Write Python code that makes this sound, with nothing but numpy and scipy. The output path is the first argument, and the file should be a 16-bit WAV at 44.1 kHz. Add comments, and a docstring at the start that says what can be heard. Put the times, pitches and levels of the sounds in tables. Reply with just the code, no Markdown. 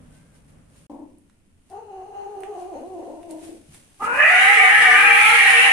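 """A cat pinned by another in a tiled corner: a short growl, a long low moan, then a loud scream.
The moan is soft fold pulses that keep breaking into roughness; the scream is two coupled, rasping
oscillators. Both pass moving throat filters and reach the two microphones with close wall echoes.
Filtered noise makes fur and claws scuffing on tile, and dull floor bumps. It opens in another room,
with a distant drone, a thin far mew and a cat rolling on the floor; the level dips, then the corner."""
import sys
import numpy as np
from scipy import signal
from scipy.fft import rfft, irfft, next_fast_len
from scipy.io import wavfile
from scipy.ndimage import uniform_filter1d, map_coordinates

SR = 44100
rng = np.random.default_rng(int(sys.argv[2]) if len(sys.argv) > 2 else 0)


def wav_record(signal):
    """Record a signal, one row per channel, as 16-bit PCM in the file named by sys.argv[1]."""
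    frames = np.transpose(np.atleast_2d(signal))
    bounded = np.clip(frames, -1, 1)
    # unit amplitude maps onto the largest positive 16-bit level
    quanta = np.round(bounded * 32767).astype(np.int16)
    wavfile.write(sys.argv[1], SR, quanta)


N = 252252
TIME = np.arange(N) / SR


def gain_of(db):
    """Decibels to gain."""
    return 10 ** (np.asarray(db) / 20)


def evened(x):
    """Scales to rms 1."""
    return x / np.sqrt(np.mean(x ** 2) + 1e-20)


def read(points, hz):
    """Reads a spectrum on a log-frequency axis."""
    f, value = np.transpose(points)
    return np.interp(np.log(hz + 1), np.log(f + 1), value)


def follow(rows, t):
    """Reads every column of a curve at the times t."""
    s, *columns = np.transpose(rows)
    return [np.interp(t, s, c) for c in columns]


def add(mix, s, sound):
    """Mixes a sound in at time s."""
    part = mix[max(round(s * SR), 0):][:len(sound)]
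    part += sound[:len(part)]


def colour(x, points):
    """Filters by a fixed spectrum."""
    length = x.shape[-1]
    size = next_fast_len(length + SR // 2)
    gain = gain_of(read(points, np.fft.rfftfreq(size, 1 / SR)))
    return irfft(rfft(x, size) * gain, size)[..., :length]


def wobble(t, rate_hz):
    """Random motion of rms 1 that weakens above the rate."""
    hz = np.fft.rfftfreq(N, 1 / SR)
    slowed = rfft(rng.standard_normal(N)) / np.hypot(1, (hz / rate_hz) ** 2)
    return evened(irfft(slowed)[:len(t)])


def cycles(t, hz, jitter, jitter_hz):
    """Phase of an oscillator whose period is unsteady."""
    return 2 * np.pi * np.cumsum(hz * (1 + jitter * wobble(t, jitter_hz))) / SR


def pulses(phase, count):
    """One sharp pulse a cycle, from equal harmonics."""
    return evened(sum(np.cos(k * phase) for k in range(1, count + 1)))


def throat(drive, t, shape):
    """Filters by a moving spectrum shape(Hz, s) in dB and holds the result at unit level."""
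    hz, s, z = signal.stft(drive, SR, nperseg=1024, noverlap=768)
    shaped = z * gain_of(shape(hz[:, None], s + t[0]))
    x = signal.istft(shaped, SR, nperseg=1024, noverlap=768)[1][:len(t)]
    return x / np.sqrt(abs(uniform_filter1d(x ** 2, size=2600)) + 1e-12)


# The scream's slow course, under its quaver.
# Each row: time in seconds, main pitch in Hz, second oscillator in Hz.
SCREAM_COURSE = [(4.0, 411.8, 250.7), (4.13, 488.3, 305), (4.22, 600, 382.4), (4.35, 741.6, 450),
                 (4.52, 793.9, 463.7), (4.93, 770.8, 473.1), (5.3, 845.7, 468.7), (5.44, 787.5, 471)]
# The mouth and the two throat resonances it moves. Each row: time in seconds, opening 0-1,
# lower resonance in Hz, its height in dB, upper resonance in Hz, its height in dB.
MOUTH_COURSE = [(3.99, 0, 1000, 7, 2500, -9), (4.03, 0.04, 1324, 14.5, 2430, -2),
                (4.13, 0.02, 1510, 13, 2430, 12), (4.2, 0.6, 1830, 8.5, 2560, 7.5),
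                (4.28, 0.73, 1850, 6, 2370, 7), (4.42, 0.92, 2040, 9.5, 2340, -5.5),
                (4.59, 0.9, 1850, 3, 2160, 6.5), (4.85, 0.92, 1850, 8.5, 2250, -1),
                (5.06, 0.88, 1510, 4.5, 2524, 6), (5.24, 1, 1860, -6.5, 2370, 6.5),
                (5.42, 0.97, 1790, 4, 2200, 4.5), (5.58, 0.99, 1845, 4.5, 2720, 7),
                (5.72, 0.96, 1930, 3.5, 2670, 4)]
# Throat with the mouth just parted. Each row: frequency in Hz, level in dB.
PARTED_SPECTRUM = [(100, -22), (190, 0.5), (290, 3.5), (480, -10), (850, 3), (1400, -3), (2000, -15),
                   (2900, -14), (3250, -57), (14000, -76)]
# Throat with the mouth wide open. Each row: frequency in Hz, level in dB.
OPEN_SPECTRUM = [(150, -11), (230, -39.5), (450, -21.5), (830, -16), (1330, -10), (1520, -9), (1750, -1.5),
                 (2050, -1), (2450, -6.5), (2850, -9.5), (3200, -17.5), (3650, -21.5), (4600, -31.5),
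                 (7800, -29.5), (10200, -20.5), (11200, -34), (13500, -43.5), (15500, -82)]
# The sum tone, as the oscillators lock for a moment. Each row: time in seconds, level in dB.
SUM_TONE_COURSE = [(4.95, -14.5), (5.28, -6.5), (5.4, -19)]
# Surges of the lower oscillator that rob the main one of its clear tone: times in seconds.
SURGE_TIMES = [4.55, 4.79, 4.96, 5.06, 5.37, 5.57]
# half length of a surge, lift of the lower tone, dip of the main one
SURGE_S, SURGE_DB, ROBBED_DB = 0.047, 9.5, -7.5
SCREAM_START_S, SCREAM_ATTACK_S = 3.994, 0.032
FIRM_S = 0.355  # time the scream takes to firm up from its noisy start
COUPLE_S = 0.48  # time until the slower oscillator fully chops the main one
TEAR_DB = 2.6  # rms depth, mouth fully open, at which partials flare and drop out
STRETCH = 0.57  # resonances below 6 kHz shift upward (octaves per full opening)
REST_OPENING = .92  # the opening at which they are unshifted


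def scream(jitter=.06, second_jitter=.08, start_jitter=.02, coupling=1.0, second_db=-10, air_db=-7,
           rasp=0.26, rasp_hz=90, main_db=-9.5, low_db=-27.0, width_hz=150):
    """Two oscillators: the slower chops the main pulses into sum and difference tones, with a rasp."""
    t = np.arange(SCREAM_START_S, N / SR, 1 / SR)
    age = t - t[0]
    hz, second_hz, rough, gain = scream_effort(t)
    coupled = np.minimum(age / COUPLE_S, 1) ** 4
    stumble = start_jitter * np.maximum(1 - age / FIRM_S, 0)
    main = cycles(t, hz, jitter * rough + stumble, jitter_hz=109.6)
    second = cycles(t, second_hz, second_jitter * rough + stumble, jitter_hz=108.5)

    overtones = pulses(second, count=20) - np.cos(second) / np.sqrt(10)  # without its fundamental
    chopped = pulses(main, count=14) * (1 + coupling * coupled * np.cos(second))
    folds = chopped + gain_of(second_db) * overtones
    # turbulence leaves in puffs, one a cycle, and is stronger in the treble
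    puffs = rng.standard_normal(len(t)) * (1 + np.cos(second))
    air = colour(puffs, [(1000, 0.0), (2000, 14.0)])
    drive = (folds + gain_of(air_db) * rough * air) * np.exp(rasp * rough * wobble(t, rasp_hz))

    def shape(f, s):
        """Two resonances move with jaw and tongue over a throat that brightens as it opens; the rasp tears."""
        opening, lower_hz, lower_db, upper_hz, upper_db = follow(MOUTH_COURSE, s)
        shift_octaves = STRETCH * (opening - REST_OPENING) * (f < 6000)
        wide = read(OPEN_SPECTRUM, f / 2 ** shift_octaves)
        db = (1 - opening) * read(PARTED_SPECTRUM, f) + opening * wide
        for peak_hz, peak_db in (lower_hz, lower_db), (upper_hz, upper_db):
            db = db + peak_db / (1 + ((f - peak_hz) / width_hz) ** 2)
        return db + TEAR_DB * opening * tears(f, s, np.interp(s, t, hz))

    # both fundamentals ring clear, unsteadily, whenever the rasp eases
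    opening = follow(MOUTH_COURSE, t)[0]
    eased = np.clip(2.2 - 3 * rough, 0, 1) * opening * (1 + 0.36 * wobble(t, rate_hz=13.5))
    surge = sum(np.exp(-((t - s) / SURGE_S) ** 2) for s in SURGE_TIMES)
    main_tone = gain_of(main_db + ROBBED_DB * surge) * np.cos(main)
    low_tone = gain_of(low_db) * (1 + gain_of(SURGE_DB) * surge) * np.cos(second)
    sum_tone = gain_of(follow(SUM_TONE_COURSE, t)[0]) * coupled * np.cos(main + second)
    clear = (main_tone + low_tone) * eased + sum_tone
    voice = colour(throat(drive, t, shape), [(100, -40), (150, 1.5)]) + np.sqrt(2) * clear
    return t[0], voice * gain


# quaver: its main crest (s), rate (Hz), pitch depth (share), time to settle either side (s)
QUAVER_CREST_S, QUAVER_HZ, QUAVER_DEPTH, QUAVER_SETTLE_S = 4.775, 3.77, 0.0456, 0.346
# roughness at the start, once firm, and its swing in the quaver (0-1)
START_ROUGH, FIRM_ROUGH, QUAVER_ROUGH = .95, .57, .08
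# level with the lips just parted and with the mouth wide, and the opening at which it is full (0-1)
PARTED_DB, WIDE_DB, FULL_OPENING = -23, -11.5, 0.58


def scream_effort(t):
    """Pitches and roughness quaver together; the voice grows louder as the mouth opens, and firms up."""
    age = t - QUAVER_CREST_S
    quaver = np.cos(2 * np.pi * QUAVER_HZ * age) * np.exp(-(age / QUAVER_SETTLE_S) ** 2)
    hz, second_hz = np.array(follow(SCREAM_COURSE, t)) * (1 + QUAVER_DEPTH * quaver)
    effort = np.minimum(follow(MOUTH_COURSE, t)[0] / FULL_OPENING, 1)
    firm = np.minimum((t - t[0]) / FIRM_S, 1) ** 2
    rough = START_ROUGH + (FIRM_ROUGH - START_ROUGH) * firm + QUAVER_ROUGH * quaver
    attack = np.minimum((t - t[0]) / SCREAM_ATTACK_S, 1)
    gain = gain_of(PARTED_DB + (WIDE_DB - PARTED_DB) * effort) * attack
    return hz, second_hz, rough, gain


def tears(f, s, hz, size=7):
    """Random patches, narrow and brief, that ride up and down with the pitch hz."""
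    narrow = uniform_filter1d(rng.standard_normal((len(f), len(s))), size=2, axis=0)
    field = evened(uniform_filter1d(narrow, size=size, axis=1))
    rows = np.arange(len(f))[:, None] * hz.min() / hz
    places = np.array(np.broadcast_arrays(rows, np.arange(len(s))))
    return map_coordinates(field, places, order=1)


# The moan's slow course, under its waver and sag.
# Each row: time in seconds, pitch in Hz, roughness 0-1, level in dB before the room.
MOAN_COURSE = [(1.693, 420, 0.49, -47), (1.744, 391, .12, -31.5), (1.814, 455.7, 0.32, -39.5),
               (1.901, 385, 0.08, -35), (2.0, 389.2, 0.13, -35), (2.125, 399.7, 0.29, -37.5),
               (2.168, 399, 0, -26.5), (2.225, 398.5, 0.04, -30), (2.305, 393.6, 0.28, -34.5),
               (2.35, 395.3, .12, -32.5), (2.531, 393, 0.25, -30.5), (2.601, 375.6, 0.26, -34),
               (2.709, 361, 0.07, -31.5), (2.745, 333, .68, -31.5), (2.811, 324, 0.6, -37),
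               (2.86, 354, .08, -33.5), (2.96, 361, 0.15, -33), (3.0, 347, 0.54, -36),
               (3.088, 329.5, 0.76, -33), (3.179, 355.2, 0.41, -40), (3.25, 343, .4, -39),
               (3.34, 330.4, 0.51, -34.5), (3.42, 338.2, 0.34, -40.5), (3.495, 332.4, 0.61, -37.5),
               (3.559, 313.6, 0.67, -47.5), (3.65, 295.6, 0.59, -60.5)]
# The lips part and close, tilting the low harmonics. Each row: time in seconds, tilt in dB per octave.
LIP_TILT = [(1.745, 10.5), (1.85, 6.5), (1.99, 8.5), (2.09, 6), (2.18, 12), (2.42, 2.5), (2.53, 8.5),
            (2.78, 3), (2.92, -1), (3.02, 1), (3.32, -2.5), (3.5, -10.5)]
# Throat behind a nearly shut mouth. Each row: frequency in Hz, level in dB.
MOAN_SPECTRUM = [(130, -11.5), (290, -3.5), (420, 2), (830, -3.5), (1020, -16.5), (1230, -26),
                 (2300, -39.5), (2900, -31), (3500, -59), (4200, -38), (5200, -57), (6400, -38),
                 (8000, -59)]
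MOAN_ATTACK_S, MOAN_RELEASE_S = 0.02, 0.057
# the moan wavers ever faster: a reference crest (s), rate there (Hz), quickening (Hz per s)
WAVER_CREST_S, WAVER_HZ, WAVER_HZ_PER_S = 1.86, 4.4, .84
# at each crest the throat tightens: pitch rises (share), level drops (dB), roughness eases (share)
TIGHT_RISE, TIGHT_DB, TIGHT_EASE = .07, -2.5, 0.304
ROUGH_SAG = .12  # share of the pitch lost when the folds turn fully rough


def moan():
    """A sinking moan; the throat tightens about five times a second, between which it sags and breaks."""
    t = np.arange(MOAN_COURSE[0][0], MOAN_COURSE[-1][0] + MOAN_RELEASE_S, 1 / SR)
    course_hz, rough, db = follow(MOAN_COURSE, t)
    age = t - WAVER_CREST_S
    tight = np.cos(np.pi * (WAVER_HZ * age + WAVER_HZ_PER_S * age ** 2 / 2)) ** 4
    rough = rough * (1 - TIGHT_EASE * tight)
    hz = course_hz * (1 + TIGHT_RISE * tight - ROUGH_SAG * rough)
    tilt = follow(LIP_TILT, t)[0]
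    envelope = np.clip(np.minimum((t - t[0]) / MOAN_ATTACK_S, (t[-1] - t) / MOAN_RELEASE_S), 0, 1)
    voice = shut_voice(t, hz, rough, MOAN_SPECTRUM, tilt,
                       jitter=0.162, shimmer=0.5, flutter_hz=49.6, air_db=7.0)
    return t[0], voice * envelope * gain_of(db + TIGHT_DB * tight)


# The short growl. Each row: time in seconds, pitch in Hz, roughness 0-1, level in dB before the room.
GROWL_COURSE = [(.897, 290, .85, -37), (1.04, 300, .8, -42.5), (1.08, 295, .8, -53), (1.2, 290, .8, -61)]
# Throat during the growl. Each row: frequency in Hz, level in dB.
GROWL_SPECTRUM = [(130, -9), (270, 5.5), (500, -2.5), (750, -6), (1020, -3), (1200, -27), (1700, -35),
                  (4500, -53), (8000, -57)]


def growl(first_tilt_db=2, last_tilt_db=-7):
    """A short rough grumble whose low harmonics tilt darker as the lips close."""
    t = np.arange(GROWL_COURSE[0][0], GROWL_COURSE[-1][0], 1 / SR)
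    hz, rough, db = follow(GROWL_COURSE, t)
    tilt = np.linspace(first_tilt_db, last_tilt_db, len(t))  # dB per octave
    voice = shut_voice(t, hz, rough, GROWL_SPECTRUM, tilt,
                       jitter=0.17, shimmer=0.91, flutter_hz=67.5, air_db=9.0)
    return t[0], gain_of(db) * voice


def shut_voice(t, hz, rough, spectrum, tilt, jitter, shimmer, flutter_hz, air_db):
    """Mouth nearly shut: soft fold pulses that stumble in period and strength when rough, plus air."""
    phase = cycles(t, hz, 0.0088 + jitter * rough, flutter_hz)
    folds = pulses(phase, count=3) * (1 + shimmer * rough * wobble(t, flutter_hz))
    puffs = (1 + np.cos(phase)) * rng.standard_normal(len(t))
    air = colour(puffs, [(300, -13), (720, -10), (1350, 6.5)])

    def shape(f, s):
        """The throat spectrum, tilted between 300 and 800 Hz."""
        return read(spectrum, f) + np.interp(s, t, tilt) * np.log2(np.clip(f, 300, 800) / 800)

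    return throat(folds + gain_of(air_db) * (.5 + rough) * air, t, shape)


def room(x, wet_db, left_db, count=12):
    """The cat faces the wall: her treble arrives mostly as echoes that shift as her head moves."""
    wet = [(900, wet_db), (1700, wet_db + 15.5)]  # (Hz, dB of echo against direct sound)
    place = TIME / TIME[-1] * (count - 1)
    thrown, both = colour(x, wet), np.array([x, x])
    for k in range(count):  # crossfade through successive echo patterns
        near = abs(place - k) < 1
        piece = thrown[near] * np.cos(np.pi / 2 * (place[near] - k))
        for channel, tail in zip(both, echoes()):
            add(channel, TIME[near][0], signal.fftconvolve(piece, tail))
    # direct and echoed power together stay level across the spectrum
    balance = [(f, -10 * np.log10(1 + gain_of(db) ** 2)) for f, db in wet]
    return colour(both, balance) * gain_of([[left_db / 2], [-left_db / 2]])


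# How long the tiled room rings. Each row: frequency in Hz, time to fall 60 dB in seconds.
ROOM_DECAY = [(250, 0.75), (1000, 0.42), (10000, 0.34)]


def echoes(early=0.79, early_s=0.036):
    """Stronger early echoes from the close walls and a tail that dies band by band."""
    taps = pair(rng.standard_normal((2, SR // 2)))
    hz, t, z = signal.stft(taps, SR, nperseg=256)
    z = z * gain_of(-60 * t / read(ROOM_DECAY, hz)[:, None]) * (1 + early * np.exp(-t / early_s))
    tail = signal.istft(z, SR, nperseg=256)[1]
    return tail / np.linalg.norm(tail, axis=1, keepdims=True)


# Likeness of the two microphones in a diffuse field. Each row: frequency in Hz, likeness 0-1.
MICROPHONE_LIKENESS = [(150, 0.82), (800, 0.039), (1300, 0), (2000, 0)]


def pair(x):
    """Two unrelated channels become a diffuse field at two microphones: alike only in the bass."""
    z = rfft(x)
    same = np.clip(read(MICROPHONE_LIKENESS, np.fft.rfftfreq(x.shape[1], 1 / SR)), -1, 1)
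    return irfft([z[0], same * z[0] + np.sqrt(1 - same ** 2) * z[1]], x.shape[1])


# Claw ticks on tile. Each row: time in seconds, peak in dB before the room,
# brightness in dB per octave, decay in seconds.
CLAW_TICKS = [(1.185, -43, 16, 0.00027), (1.298, -47.5, -0.5, 0.0017), (1.7, -42.5, 7, 0.0016),
              (2.4063, -36, 11, .0005), (2.435, -27, -0.5, 0.00044), (3.231, -38, -1, .001),
              (3.309, -32.5, 10, 0.0022), (3.7457, -37, 7, .002)]
# Claw on tile. Each row: frequency in Hz, level in dB before each tick's brightness.
CLAW_SPECTRUM = [(300, -13), (1300, 12.5), (3000, 3), (6500, -6), (9200, 3), (11500, -9), (15000, -27)]


def claws():
    """Small dry ticks: noise with a sharp start and a scrape that dies within milliseconds."""
    out, t = np.zeros(N), np.arange(1024) / SR - .005
    for s, db, tilt, decay_s in CLAW_TICKS:
        burst = rng.standard_normal(len(t)) * np.exp(np.minimum(t / .0002, -t / decay_s))
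        spectrum = [(f, level + tilt * np.log2(min(f, 9000))) for f, level in CLAW_SPECTRUM]
        tick = colour(burst, spectrum)
        add(out, s + t[0], gain_of(db) * tick / abs(tick).max())
    return out


# Fur on tile. Each row: frequency in Hz, level in dB.
SCUFF_SPECTRUM = [(300, 5), (1200, -3), (2700, -0.5), (4500, -5.5), (7500, -3), (9300, 3), (11000, -4.5),
                  (13000, -18), (15500, -23)]


def scuffs(level_db=0, grain_db=1.5):
    """Fur dragging over tile: fine grains of friction under each movement."""
    flicker = evened(uniform_filter1d(rng.standard_normal(N), size=60))
    grains = rng.standard_normal((2, N)) * gain_of(grain_db * flicker)
    return evened(colour(pair(grains), SCUFF_SPECTRUM)) * gain_of(level_db) * rubbing()


# Rubs of fur. Each row: time of the peak in seconds, length in seconds, peak in dB before the scuff level.
FUR_RUBS = [(0.15, 0.17, -57.5), (0.356, .08, -57), (0.497, 0.095, -60), (0.78, 0.23, -55),
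            (1.718, 0.19, -60), (2.602, 0.14, -52.5), (3.308, 0.057, -48), (3.443, 0.18, -44.5),
            (3.746, 0.14, -46.5), (4.044, 0.079, -37), (4.168, 0.29, -39)]
# Steady shifting of fur. Each row: time in seconds, level in dB before the scuff level.
FUR_RUSTLE = [(0, -62.5), (1.5, -69.5), (2.5, -58.5), (3.15, -58), (3.65, -58.5), (4.0, -56.5)]
RUB_RISE_SHARE, RUB_EDGE_DB = 0.33, -11.5  # part of a rub before its peak; its two ends against the peak


def rubbing():
    """Strength of the friction: each rub swells and dies away over the steady rustle."""
    power = gain_of(follow(FUR_RUSTLE, TIME)[0]) ** 2
    for s, length, db in FUR_RUBS:
        before, after = (s - TIME) / RUB_RISE_SHARE, (TIME - s) / (1 - RUB_RISE_SHARE)
        away = np.maximum(before, after) / length
        power = power + gain_of(db + RUB_EDGE_DB * np.minimum(away, 20)) ** 2
    return np.sqrt(power)


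# Soft bumps of a body on the floor. Each row: time in seconds, level in dB.
FLOOR_BUMPS = [(3.683, -49.5), (3.766, -59)]
# The floor's thud. Each row: frequency in Hz, level in dB.
BUMP_SPECTRUM = [(50, -18), (110, -2), (180, -2), (300, -25), (900, -51)]
BUMP_RISE_S = 0.015  # time to the peak of the envelope


def bumps():
    """Dull pushes of low noise on the tiles as the cats shift their weight."""
    out, u = np.zeros(N), np.arange(SR // 5) / SR / BUMP_RISE_S
    for s, db in FLOOR_BUMPS:
        thud = evened(colour(rng.standard_normal(len(u)), BUMP_SPECTRUM))
        add(out, s, gain_of(db) * u * np.exp(1 - u) * thud)
    return out


# Distant drone in the first room. Each row: frequency in Hz, level in dB per Hz.
DRONE_SPECTRUM = [(15, -42), (25, -1), (155, -4.5), (274, -5.5), (358, -18.5), (573, -15), (717, -21.5),
                  (1590, -25.5), (3330, -36), (4330, -67), (7330, -120)]
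# Rise and fall of drone and hum. Each row: time in seconds, level in dB.
DRONE_COURSE = [(0, 3.5), (.3, -1.5), (.48, -2), (.56, 1.5), (.66, -2.5)]
# A thin far mew. Each row: time in seconds, pitch in Hz, level in dB before its partials are evened.
MEW_COURSE = [(.1, 507, -74), (.17, 514, -67), (.3, 541, -76), (.37, 510, -68)]
# Quiet air of the corner. Each row: frequency in Hz, level in dB per Hz.
QUIET_SPECTRUM = [(25, 0), (55, -10), (82, 1.5), (125, -9.5), (240, -7), (380, -19.5), (1200, -31),
                  (2800, -31.5), (5000, -54)]
# The dip between the two rooms: its start and end in seconds.
ROOM_GAP = (.868, .897)
DRONE_DB, QUIET_DB = -53, -59


def background(hum_hz=155, hum_db=-58, waver=0.059, upper_db=-6):
    """A distant wavering drone and a far mew in the first room, then the quieter air of the corner."""
    air = pair(rng.standard_normal((2, N)))
    hum = gain_of(hum_db) * evened(np.sin(cycles(TIME, hum_hz, waver, jitter_hz=12)))
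    rumble = gain_of(DRONE_DB) * evened(colour(air, DRONE_SPECTRUM))
    drone = (rumble + hum) * gain_of(follow(DRONE_COURSE, TIME)[0])
    mew_hz, mew_db = follow(MEW_COURSE, TIME)
    far = cycles(TIME, mew_hz, 0.014, jitter_hz=80)
    partials = np.sin(3 * far) + gain_of(upper_db) * np.sin(4 * far)  # only the third and fourth carry
    calling = (TIME > MEW_COURSE[0][0]) * (TIME < MEW_COURSE[-1][0])
    mew = gain_of(mew_db) * evened(partials) * calling
    quiet = gain_of(QUIET_DB) * evened(colour(air, QUIET_SPECTRUM))
    return np.where(TIME < ROOM_GAP[0], drone + mew, quiet)


def scene():
    """The cat's calls and movements in the room, over the background."""
    low, loud = np.zeros(N), np.zeros(N)
    add(loud, *scream())
    add(low, *moan())
    add(low, *growl())
    calls = gain_of(-1.43) * room(loud, wet_db=-1.5, left_db=0.33, count=16)
    calls = calls + gain_of(-2.24) * room(low, wet_db=-1.5, left_db=2.5)
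    ticks = room(claws(), wet_db=-14.5, left_db=-5.0, count=2)
    return calls + ticks + scuffs(level_db=-2.0) + bumps() + background()


EDGE_HZ = 15600  # upper band limit


def record(dry):
    """A brief 40 dB dip between the two rooms, soft overload and the band limit."""
    playing = uniform_filter1d(1. * ((TIME < ROOM_GAP[0]) | (TIME > ROOM_GAP[1])), size=60)
    x = dry * np.maximum(playing, .01)
    x = x / (1 + x ** 8) ** (1 / 8)
    lowpass = signal.firwin(511, EDGE_HZ, window=("kaiser", 9), fs=SR)
    return signal.oaconvolve(x, lowpass[None], "same")


dry = scene()
out = record(dry)
wav_record(out)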